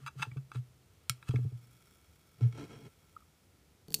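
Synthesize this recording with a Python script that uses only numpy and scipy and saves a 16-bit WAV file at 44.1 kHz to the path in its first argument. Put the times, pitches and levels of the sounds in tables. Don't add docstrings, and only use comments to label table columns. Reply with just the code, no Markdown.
import sys
import numpy as np
from scipy import signal
from scipy.fft import rfft, irfft
from scipy.io import wavfile

SR = 44100
rng = np.random.default_rng(int(sys.argv[2]) if len(sys.argv) > 2 else 0)


def store_pcm(level_fs):
    pcm = np.round(np.clip(level_fs, -1, 1) * 32767).astype(np.int16)
    wavfile.write(sys.argv[1], SR, np.atleast_2d(pcm).T)


N = 176400
T = np.arange(N) / SR
RING_T = T[:SR // 2]

# (pitch [Hz], level [dB], time to fade by 60 dB [s])
LID_MODES = [(1336, 2, 0.035), (1608, -1, 0.014), (2214, -0.5, 0.044), (2452, -1.5, 0.018),
             (3304, 0.5, 0.029), (3710, -9.5, 0.02), (4210, -11.5, 0.045), (5430, -4, .04),
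             (5830, -4.5, .018), (7250, -12.5, 0.067), (8540, -9, 0.036), (9230, -6.5, 0.021),
             (11200, -11.5, 0.013)]
# (pitch [Hz], level [dB], time to fade by 60 dB [s])
PULL_MODES = [(900, -8.5, 0.036), (1174, 0, 0.02), (1363, 1, 0.032), (1625, -3, 0.021), (2266, -6, 0.021),
              (2610, -1.5, 0.028), (3416, -8, 0.021), (3874, -11.5, 0.033), (4840, -12, 0.018),
              (6230, -10.5, 0.03), (8400, -14, 0.022)]
# (pitch [Hz], level [dB], time to fade by 60 dB [s])
BASE_MODES = [(226, -6, 0.14), (287.6, -3.5, .1), (432, 1, .07), (578, -11, 0.039), (693, -9.5, 0.058),
              (837, -13, 0.061), (1050, -13, 0.045)]


def amp(db):
    return 10 ** (np.asarray(db) / 20)


def unit(x):
    return x / (x.std() + 1e-12)


def peak(x):
    return x / np.abs(x).max()


def curve(points):
    s, db = np.array(points).T
    return amp(np.interp(T, s, db, left=-np.inf, right=-np.inf))


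def cut(x, hz, keep, order=2):
    return signal.sosfilt(signal.butter(order, min(hz, SR / 2 - 1000), keep, fs=SR, output="sos"), x)


def add(out, start_s, x):
    i = max(int(start_s * SR), 0)
    out[i:i + len(x)] += x[:N - i]


def ring(x, modes):
    body = sum((-1) ** k * amp(db) * np.sin(2 * np.pi * hz * RING_T)
               * np.exp(-np.log(1000) * RING_T / fade_s) for k, (hz, db, fade_s) in enumerate(modes))
    return signal.fftconvolve(x, body)[:len(x)]


def grains(per_s, scatter_db, size=N):
    ticks = (rng.random(size) < per_s / SR) * rng.choice([-1, 1], size)
    return ticks * amp(scatter_db * rng.standard_normal(size))


def burst(decay_s):
    return rng.standard_normal(len(RING_T)) * np.exp(-RING_T / decay_s)


def room_tone():
    # (frequency [Hz], level [dB])
    spectrum = [(15, -54), (25, -39), (49, -9), (75, 1), (98, 0), (115, -12.5), (146, -3.5), (231, -13),
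                (438, -15), (558, -19), (1180, -24.5), (1350, -21.5), (1580, -27), (2240, -24.5),
                (2500, -26), (8320, -30), (15000, -34)]
    hz, db = np.array(spectrum).T
    colour = amp(np.interp(np.log(np.fft.rfftfreq(N, 1 / SR) + 1), np.log(hz), db))
    return amp(-65.5) * unit(irfft(rfft(rng.standard_normal(N)) * colour, N))


def room_echo(sound):
    fade_s, delay_s = 0.13, 0.009
    echo = cut(burst(fade_s / np.log(1000)) * (RING_T > delay_s), 9700, "low", order=1)
    return amp(-22) * signal.fftconvolve(sound, echo / np.sqrt(np.sum(echo ** 2)))[:N]


def can_fizz():
    pops = grains(per_s=700, scatter_db=6.6)
    liveliness = curve([(0, -23), (1.4, -4), (1.75, 4.5), (2.2, 0), (3, 0), (4, -23)])
    fizz = unit(ring(pops, LID_MODES)) + unit(cut(pops, 5000, "high"))
    return amp(-72.5) * liveliness * unit(fizz)


def finger_rubs():
    # (time [s], level [dB])
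    loudness = [(0, -68.5), (.05, -66.5), (.11, -81), (.155, -85), (.185, -57.5), (.23, -54), (.28, -72),
                (.5, -90), (.535, -63), (.575, -61), (.63, -91), (1.255, -74.5), (1.29, -48),
                (1.302, -62.5), (1.37, -64), (1.45, -74.5), (1.6, -87)]
    skin = grains(per_s=6000, scatter_db=3.8)
    hiss = cut(cut(skin, 680, "high"), 4500, "low", order=1)
    return curve(loudness) * unit(unit(hiss) + amp(3) * unit(ring(skin, PULL_MODES)))


def can_slide():
    # (time [s], level [dB])
    loudness = [(2.38, -71), (2.42, -52.5), (2.47, -57.5), (2.51, -68), (2.55, -55.5), (2.585, -47.5),
                (2.645, -48), (2.675, -61), (2.72, -50.5), (2.78, -56.5), (2.83, -60), (2.868, -55),
                (2.9, -76)]
    catches = grains(per_s=2500, scatter_db=4.2)
    base = unit(ring(catches, BASE_MODES))
    lid = unit(cut(ring(catches, LID_MODES), 2600, "low", order=1))
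    grit = unit(cut(cut(catches, 550, "high"), 5500, "low"))
    boom = unit(ring(catches, [(123, -6.5, 0.17), (153, -5.5, 0.093)]))
    return curve(loudness) * (base + amp(-9) * lid + amp(-12.5) * grit + amp(3.5) * boom)


def table_bumps():
    # (time [s], boom level [dB], boom pitch [Hz], rise [s], hold [s], knock peak [dB])
    pushes = [(.0, -46, 135, 0.041, 0.021, -59), (0.154, -42, 135, 0.019, 0.024, -56),
              (.194, -39.5, 145, 0.0072, .008, -53), (0.266, -39.5, 120, 0.016, 0.009, -50.5),
              (.315, -42, 125, 0.009, 0.0045, -60), (0.361, -33, 134, 0.012, .016, -44.5),
              (.549, -32, 124, 0.019, 0.031, -44), (1.096, -33.5, 124, 0.0072, .006, -66.5),
              (1.291, -23.5, 124, .006, 0.0035, -39.5), (1.338, -24.5, 122, .014, 0.02, -30),
              (1.386, -32.5, 121, 0.015, 0.051, -40.5), (1.448, -25.5, 122, 0.015, 0.0067, -44),
              (1.519, -38, 120, 0.015, 0.025, -51), (2.408, -20, 119, 0.032, 0.026, -37)]
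    release_s, tail_s = 0.015, 0.12
    out, t = np.zeros(N), RING_T
    knock = peak(ring(np.exp(-t / 0.00077), BASE_MODES))
    for start, db, hz, rise, hold, knock_db in pushes:
        swell = np.sin(np.pi / 2 * np.minimum(t / rise, 1)) ** 2
        after_hold = np.maximum(t - rise - hold, 0)
        fall = np.exp(-after_hold / release_s) + amp(-20) * np.exp(-after_hold / tail_s)
        boom = swell * fall * np.sin(2 * np.pi * hz * t)
        add(out, start, amp(db) * boom + amp(knock_db) * knock)
    return out


def drink_plops():
    # (time [s], peak [dB], starting pitch [Hz])
    bubbles = [(3.1633, -39, 1237), (3.204, -62, 1260), (3.2206, -58, 1220)]
    swell_s, glide_per_s = 0.0044, 7.4
    out, t = np.zeros(N), RING_T
    swell = (t / swell_s) ** 2 * np.exp(-(t / swell_s) ** 2)
    for start, db, hz in bubbles:
        tone = np.sin(2 * np.pi * hz * t * (1 + glide_per_s * t / 2))
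        add(out, start, amp(db) * peak(swell * tone))
    return out


def spilling_drops():
    # (time [s], splash peak [dB], low edge of the splash [Hz], thud peak [dB])
    drops = [(3.883, -41.5, 890, -43), (3.905, -39.5, 1000, -42), (3.916, -46, 8000, -48),
             (3.9224, -34, 1200, -54), (3.93, -37, 10000, -59), (3.9423, -8, 3860, -43.5),
             (3.947, -17, 4450, -47.5), (3.956, -39, 4000, -48.5), (3.9699, -43, 4000, -49.5),
             (3.987, -42, 6000, -44.5)]
    # (time [s], level [dB])
    foam_loudness = [(3.87, -91), (3.91, -74), (3.94, -60), (3.952, -54), (3.975, -58), (4, -55)]
    out, t = np.zeros(N), RING_T
    ping = np.sin(2 * np.pi * 4510 * t) * np.exp(-t / 0.0031)
    thud = peak(ring(np.exp(-t / 0.00016), BASE_MODES + [(157.5, 6, .1)]))
    for start, db, low_hz, thud_db in drops:
        splash = cut(peak(burst(decay_s=0.0014)) + amp(-12) * ping, low_hz, "high")
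        add(out, start, amp(db) * peak(splash) + amp(thud_db) * thud)
    foam = signal.fftconvolve(grains(per_s=5000, scatter_db=4.5), burst(decay_s=0.00021))[:N]
    return out + curve(foam_loudness) * unit(cut(foam, 3900, "high", order=3))


def pull_creaks():
    # (time [s], length [s], level [dB], tone [Hz], tone's relative level [dB], brightness [Hz])
    creaks = [(0.0628, 0.019, -40.5, 1280, -21, 5370), (0.084, 0.0048, -46, 1364, -2, 3000),
              (.195, 0.019, -49, 1400, -3, 6000), (.219, 0.0083, -37, 2710, -6, 6000),
              (0.2245, .011, -31.5, 2628, -0.5, 4400), (0.241, .012, -52, 866, 0, 3000),
              (.315, 0.0048, -52, 2245, 10, 2500), (.369, 0.01, -56, 1490, -7.5, 4000),
              (0.5172, 0.0042, -43, 1247, 3.5, 3000), (0.546, 0.014, -52, 3840, -8, 5000),
              (1.2265, 0.0029, -48.5, 2210, -9, 4000), (1.308, .008, -50.5, 3270, -4, 5000),
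              (1.3587, 0.0082, -45.5, 2240, 3.5, 9100)]
    out = np.zeros(N)
    for start, length, db, tone_hz, tone_db, bright_hz in creaks:
        slips = grains(per_s=900, scatter_db=2, size=len(RING_T)) * (RING_T < length)
        slips[0] = 2
        grit = cut(signal.fftconvolve(slips, burst(decay_s=0.00056))[:len(slips)], 700, "high")
        metal = unit(ring(slips, PULL_MODES)) + amp(-10) * unit(grit)
        tone = unit(ring(slips, [(tone_hz, 0, .035)]))
        creak = unit(cut(metal, bright_hz, "low", order=1)) + amp(tone_db) * tone
        add(out, start, amp(db) * creak * np.sqrt(length * SR / np.sum(creak ** 2)))
    return out


def lid_clicks():
    # (time [s], peak [dB], brightness [Hz])
    hits = [(.2685, -58, 2500), (1.0959, -14, 15000), (1.2901, -48, 9900), (2.4094, -49.5, 4960),
            (2.525, -46.5, 4000)]
    out = np.zeros(N)
    lid = peak(ring(signal.unit_impulse(len(RING_T)), LID_MODES))
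    for start, db, bright_hz in hits:
        crack = unit(cut(burst(decay_s=0.0022), 1300, "high", order=3)) * lid.std()
        add(out, start, amp(db) * peak(cut(lid + amp(4) * crack, bright_hz, "low")))
    return out


def scene():
    near = pull_creaks() + lid_clicks() + finger_rubs() + can_slide() + drink_plops() + spilling_drops()
    return (near + room_echo(near) + table_bumps() + can_fizz() + room_tone())[None]


def record(dry):
    top_hz = 15400
    return signal.sosfilt(signal.ellip(10, .2, 70, top_hz, fs=SR, output="sos"), dry)


dry = scene()
out = record(dry)
store_pcm(out)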